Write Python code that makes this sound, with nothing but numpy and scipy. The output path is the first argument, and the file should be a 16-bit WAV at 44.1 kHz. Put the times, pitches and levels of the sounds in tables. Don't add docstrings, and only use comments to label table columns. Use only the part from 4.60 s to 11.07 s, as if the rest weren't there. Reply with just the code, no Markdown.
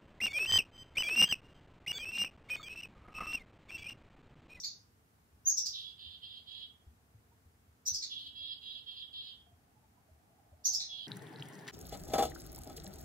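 import sys
import numpy as np
from scipy import signal
from scipy.fft import rfft, irfft, next_fast_len
from scipy.io import wavfile
from scipy.ndimage import uniform_filter1d, map_coordinates

SR = 44100
rng = np.random.default_rng(int(sys.argv[2]) if len(sys.argv) > 2 else 0)


def gain_from_db(level_db):
    decades = np.asarray(level_db, float) / 20
    return 10 ** decades


def log_audio(samples):
    frames = np.atleast_2d(samples).T
    limited = np.clip(frames, -1, 1)
    pcm = np.round(limited * 32767).astype(np.int16)
    wavfile.write(sys.argv[1], SR, pcm)


N = 285327
LEAD = SR // 10


def unit(x):
    return x / np.sqrt(np.mean(x ** 2) + 1e-20)


def along(points, hz):
    f, v = np.transpose(points)
    return np.interp(np.log(np.abs(hz) + 1), np.log(f + 1), v)


def wobble(rate_hz, count):
    knots = rng.standard_normal(int(count * rate_hz / SR) + 4)
    return map_coordinates(knots, [np.arange(count) * rate_hz / SR])


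def filtered(x, response):
    m = next_fast_len(x.shape[-1] + 8192)
    spectrum = rfft(x, m) * response(np.fft.rfftfreq(m, 1 / SR))
    return irfft(spectrum, m)[..., :x.shape[-1]]


def add(mix, s, x):
    part = mix[:, LEAD + round(s * SR):][:, :x.shape[1]]
    part += x[:, :part.shape[1]]


# frequency in Hz, density in dB per Hz.
AIR_SPECTRUM = [(12, -60.5), (20, -33), (66, 1.5), (103, 1.5), (153, -6), (238, -6), (372, -13.5),
                (452, -11), (535, -18), (790, -15), (1500, -18), (2040, -21), (3550, -27), (11100, -27.5),
                (15500, -27.5)]
# frequency in Hz, left-right correlation from -1 to 1.
AIR_LIKENESS = [(60, 0.94), (150, 0.876), (380, 0.677), (950, -0.145), (2380, -0.245), (5980, 0.089),
                (15000, -0.17)]


def air():
    def angle(hz):
        return np.arccos(np.clip(along(AIR_LIKENESS, hz), -1, 1)) / 2

    def mid_side_gains(hz):
        return gain_from_db(along(AIR_SPECTRUM, hz)) * [np.cos(angle(hz)), np.sin(angle(hz))]

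    mid, side = filtered(rng.standard_normal((2, N)), mid_side_gains)
    level_db = -71 + 3 + 0.213 * wobble(0.52, N)
    return gain_from_db(level_db) * unit(np.array([mid + side, mid - side]))


def engine():
    rev_s, rev_hz, rev_db = (2.9, 3.85, 4.06), (245, 290, 292), (-80, -75.5, -83)
    t = np.arange(N) / SR
    fade = np.clip(np.minimum(t - rev_s[0], rev_s[-1] - t) / 0.11, 0, 1)
    hz = np.interp(t, rev_s, rev_hz) + 3 * wobble(5, N)
    level_db = np.interp(t, rev_s, rev_db) + 2.3 * wobble(5.39, N)
    return fade * gain_from_db(level_db) * np.sin(2 * np.pi * np.cumsum(hz) / SR)


def hollow_drone():
    pass_s, pass_width_s, pass_db, drone_db = 6.18, 0.26, -70.5, -92.5
    hollow = filtered(rng.standard_normal((2, N)), lambda hz: 1 / (1 + ((hz - 740) / 130) ** 4))
    near = gain_from_db(pass_db) / np.hypot(1, (np.arange(N) / SR - pass_s) / pass_width_s)
    passing = near * gain_from_db(1.5 * wobble(9, N))
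    steady = gain_from_db(drone_db + 3 * wobble(3.2, N))
    return (passing + steady) * unit(hollow)


def struck(db, hz, attack_s, t60_s, unsteady):
    t = np.arange(SR // 4) / SR
    phase = 2 * np.pi * np.cumsum(hz * (1 + unsteady * wobble(30, len(t)))) / SR
    return gain_from_db(db - 60 * t / t60_s) * (1 - np.exp(-t / attack_s)) * np.sin(phase)


# start in seconds, peak level in dB, pitch in Hz.
FLOOR_THUDS = [(0.72, -56.5, 82.47), (1.459, -47.5, 90.1), (2.266, -45, 82.5), (2.541, -47.5, 105),
               (2.854, -51, 82), (3.075, -53, 84.4), (3.312, -52.5, 128.3), (3.313, -47.5, 74),
               (3.806, -54.5, 80.4), (4.741, -70, 96.85), (4.922, -52, 87), (5.511, -51.5, 81),
               (5.919, -48, 84.96), (6.1, -54, 90)]


def thuds():
    mix = np.zeros((2, N + LEAD))
    for s, db, hz in FLOOR_THUDS:
        blow = struck(db + 1.5, hz, attack_s=0.01, t60_s=0.17, unsteady=0.12)
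        add(mix, s, blow * gain_from_db([[.6], [-.6]]))
    return mix[:, LEAD:]


# start in seconds, peak level in dB, pitch in Hz, left minus right in dB.
HOLLOW_KNOCKS = [(2.714, -69, 906, -8), (3.551, -80, 747, -0.5), (3.81, -70.5, 715, 2),
                 (4.05, -79, 773, -1), (4.156, -73.5, 665, 14.5), (4.319, -75.5, 803, 13.5),
                 (4.549, -83, 954, -19), (4.616, -79, 755, -0.5), (4.865, -69, 680, 13),
                 (4.914, -68.5, 672, -10.5), (5.077, -74, 767, 5), (5.164, -69, 835, -14.5),
                 (5.234, -73.5, 800, 20), (5.37, -72, 943, -17.5), (5.486, -66.5, 688, -8),
                 (5.702, -70, 707, 1), (5.785, -65, 782, -8), (5.926, -68.5, 567, -19),
                 (5.996, -78.5, 720, -4), (6.089, -67, 773, 12), (6.127, -64, 738.5, -8),
                 (6.189, -68.5, 749, 19), (6.305, -73, 750, 3), (6.41, -71, 730, 5)]


def knocks():
    mix = np.zeros((2, N + LEAD))
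    for s, db, hz, pan_db in HOLLOW_KNOCKS:
        blow = struck(db + 7, hz, attack_s=0.0066, t60_s=0.097, unsteady=0.0726)
        add(mix, s, blow * gain_from_db([[pan_db / 2], [-pan_db / 2]]))
    return mix[:, LEAD:]


# frequency in Hz, t60 in seconds.
PORCH_T60 = [(1500, 0.2975), (3300, .4), (4200, 0.24), (5500, 0.41), (7500, 0.2), (13000, 0.19)]
# frequency in Hz, left minus right in dB.
CAMERA_SHADOW = [(1000, 38), (3000, -6.5), (6000, 0), (9000, -4.5), (13000, -12.5)]


def porch(x, wet_db, direct_db):
    hz, t, z = signal.stft(rng.standard_normal((2, SR // 2)), SR, nperseg=256)
    decay_db = -60 * t / along(PORCH_T60, hz)[:, None]
    tail = signal.istft(z * gain_from_db(decay_db), SR, nperseg=256)[1]
    tail = gain_from_db(wet_db) * tail / np.linalg.norm(tail[0])
    tail[:, 0] = gain_from_db(direct_db)
    both = signal.fftconvolve(x[None], tail, axes=1)
    side = np.array([[.5], [-.5]])
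    delay_s = (side + .5) * 0.0004032
    return filtered(both, lambda f: gain_from_db(side * along(CAMERA_SHADOW, f)) * np.exp(-2j * np.pi * f * delay_s))


def syrinx(sum_hz, one_hz, throat, falls_db, sum_db, breath, tilt_db, fade_db):
    m, n = np.mgrid[-4:7, -4:7].reshape(2, -1, 1)
    hz = m * one_hz + n * (sum_hz - one_hz)
    level_db = sum_db * (m == n) - falls_db[0] * abs(m - 1) - falls_db[1] * abs(n - 1)
    level_db = level_db - falls_db[2] * ((m < 1) | (m > 1) & (n < 1))
    knots = rng.standard_normal((len(m), 8))
    at = np.linspace(0, 7, len(sum_hz))
    level_db = level_db + fade_db * np.array([np.interp(at, np.arange(8), row) for row in knots])
    heard = (hz > 0) & (hz < SR / 2)
    phase = 2 * np.pi * np.cumsum(hz, axis=1) / SR + rng.uniform(0, 2 * np.pi, m.shape)
    tones = np.sum(heard * gain_from_db(level_db) * np.sin(phase), axis=0)
    rough = tones * (1 + breath * wobble(1800, len(sum_hz)))
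    return unit(filtered(rough, lambda f: gain_from_db(along(throat, f) + tilt_db * np.log2(f / 3300 + 0.12))))


# start in seconds, length in seconds, held sum tone in Hz,
# level in dB, harshness from 0 to 1.
CHICK_NOTES = [(-.05, 0.0502, 5760, -47, 0.72), (0.024, 0.043, 4689, -40, .6),
               (0.846, .062, 7000, -30, 0.2), (0.959, 0.04, 5918, -35, 0.61),
               (1.046, 0.032, 4818, -39.5, 0.8), (3.251, 0.042, 6220, -35, .65),
               (3.324, 0.041, 5290, -39, 0.7), (3.408, .045, 4495, -42, 0.6),
               (6.036, 0.047, 6402, -32, 0.62), (6.116, 0.044, 5439, -36.5, 0.64),
               (6.187, 0.043, 4317, -40, .45)]
# frequency in Hz, gain in dB.
CHICK_GAINS = [(1000, -53.5), (1500, -45), (1800, -28.5), (2350, -24), (3100, -21), (3500, -4.5),
               (6500, 3.5), (7700, -4.5), (8400, -6), (8800, -26), (10500, -16.5), (11700, -11.5),
               (13600, -4), (15300, -16)]


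def chicks():
    mix = np.zeros((2, N + LEAD))
    for s, length_s, held_hz, db, harsh in CHICK_NOTES:
        u = np.linspace(0, 1, round(length_s * SR))
        rise = (.17 + .16 * harsh) * np.exp(-u / (.52 - .45 * harsh))
        drop = 0.42 * np.exp((u - 1) / .09)
        sum_hz = held_hz * (1 - rise - drop) + 300 * harsh * wobble(500, len(u))
        one_hz = 1800 + 0.16 * (6700 - held_hz) + 500 * harsh * wobble(400, len(u))
        swell = np.clip(u / 0.42, 0, 1) ** 2 * np.clip((1 - u) / 0.22, 0, 1)
        shut = 1 / (1 + np.exp((held_hz - 4670) / 80))
        tilt_db = 2.2 - 1.5 * (1 - harsh) ** 2 - 8 * shut
        falls_db = (8 - 6 * harsh, 8.5, 16 - 24 * harsh)
        note = syrinx(sum_hz, one_hz, CHICK_GAINS, falls_db, sum_db=8.5 - 2.5 * harsh,
                      breath=1.05 * harsh, tilt_db=tilt_db, fade_db=3.0)
        add(mix, s, porch(gain_from_db(db) * swell * note, wet_db=3.0, direct_db=0.5))
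    return mix[:, LEAD:]


# start in seconds, length in seconds, level in dB,
# sum tone at onset in Hz, gap between the voices in Hz.
DEE_NOTES = [
    (1.122, .215, -52.5, 3820, 285),
    (1.368, .205, -56.5, 3198, 267.5),
    (1.608, .2, -55.5, 3157, 255.2),
    (1.856, .208, -54, 3178, 296.7),
    (3.49, .212, -49.5, 3442, 290),
    (3.742, .21, -51, 3228, 270.5),
    (4.005, .205, -51, 3255, 266.6),
    (4.254, .2, -52, 3222, 262.5),
    (4.517, .218, -51.5, 3223, 255.7),
    (6.279, .22, -50.5, 3410, 262.6),
]
# frequency in Hz, gain in dB.
DEE_GAINS = [(1200, -79), (1780, -32.5), (2400, -23), (2800, -2), (3300, 3.5), (3800, 5.5), (4150, 6.5),
             (4500, -8.5), (4900, -8.5), (5250, -23), (6100, -30), (6600, -28.5), (7300, -33.5),
             (15000, -34)]


def dees():
    held_hz, settle_share, sag_hz = 3331, .26, 110
    attack_s, release_s, hoarse = 0.028, .03, .42
    mix = np.zeros((2, N + LEAD))
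    for s, length_s, db, onset_hz, gap_hz in DEE_NOTES:
        t = np.arange(0, length_s, 1 / SR)
        u = t / length_s
        push_khz = (onset_hz - held_hz) / 1e3
        sum_hz = held_hz + (onset_hz - held_hz) * np.exp(-u / settle_share) - sag_hz * u ** 2
        sum_hz = sum_hz + 40 * hoarse * wobble(61.9, len(t)) + 28 * wobble(18, len(t))
        gap_hz = gap_hz + 45 * hoarse * wobble(49.57, len(t)) + 14 * wobble(11, len(t))
        edges = np.clip(np.minimum(t / attack_s, (length_s - t) / release_s), 0, 1)
        level_db = db + 20 * push_khz * (.5 - u) + 1.3 * wobble(30, len(t))
        tilt_db = 1.5 + .4 * (db + 52) + 9 * push_khz
        sum_db = 3.5 + .9 * (db + 51)
        note = syrinx(sum_hz, (sum_hz + gap_hz) / 2, DEE_GAINS, (2.2, 2.4, .3), sum_db,
                      breath=hoarse, tilt_db=tilt_db, fade_db=2.5)
        add(mix, s, porch(gain_from_db(level_db) * edges * note, wet_db=.5, direct_db=2.5))
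    return mix[:, LEAD:]


def scene():
    return air() + engine() + hollow_drone() + thuds() + knocks() + chicks() + dees()


def masked(x, margin_db, up_db, down_db):
    hz, _, z = signal.stft(x, SR, nperseg=2048)
    level_db = 10 * np.log10(uniform_filter1d(abs(z) ** 2, size=16, axis=1)[:, ::16] + 1e-20)
    bark = 26.8 * hz[::16] / (1960 + hz[::16])
    step = bark[:, None] - bark
    spread_db = np.where(step > 0, up_db * step, -down_db * step)
    mask_db = np.max(level_db[:, None] - spread_db[None, :, :, None], axis=2) - margin_db
    hidden = np.repeat(mask_db > level_db, 16, axis=1)[:, :len(hz)]
    return signal.istft(z * ~hidden, SR, nperseg=2048)[1][:, :N]


def band_limit(x):
    return signal.sosfilt(signal.butter(12, 15690, fs=SR, output="sos"), x)


def record(dry):
    limited = filtered(dry, lambda hz: hz < 15700)
    kept = masked(limited, margin_db=12.5, up_db=7.8, down_db=28)
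    return band_limit(kept)


dry = scene()
out = record(dry)
log_audio(out)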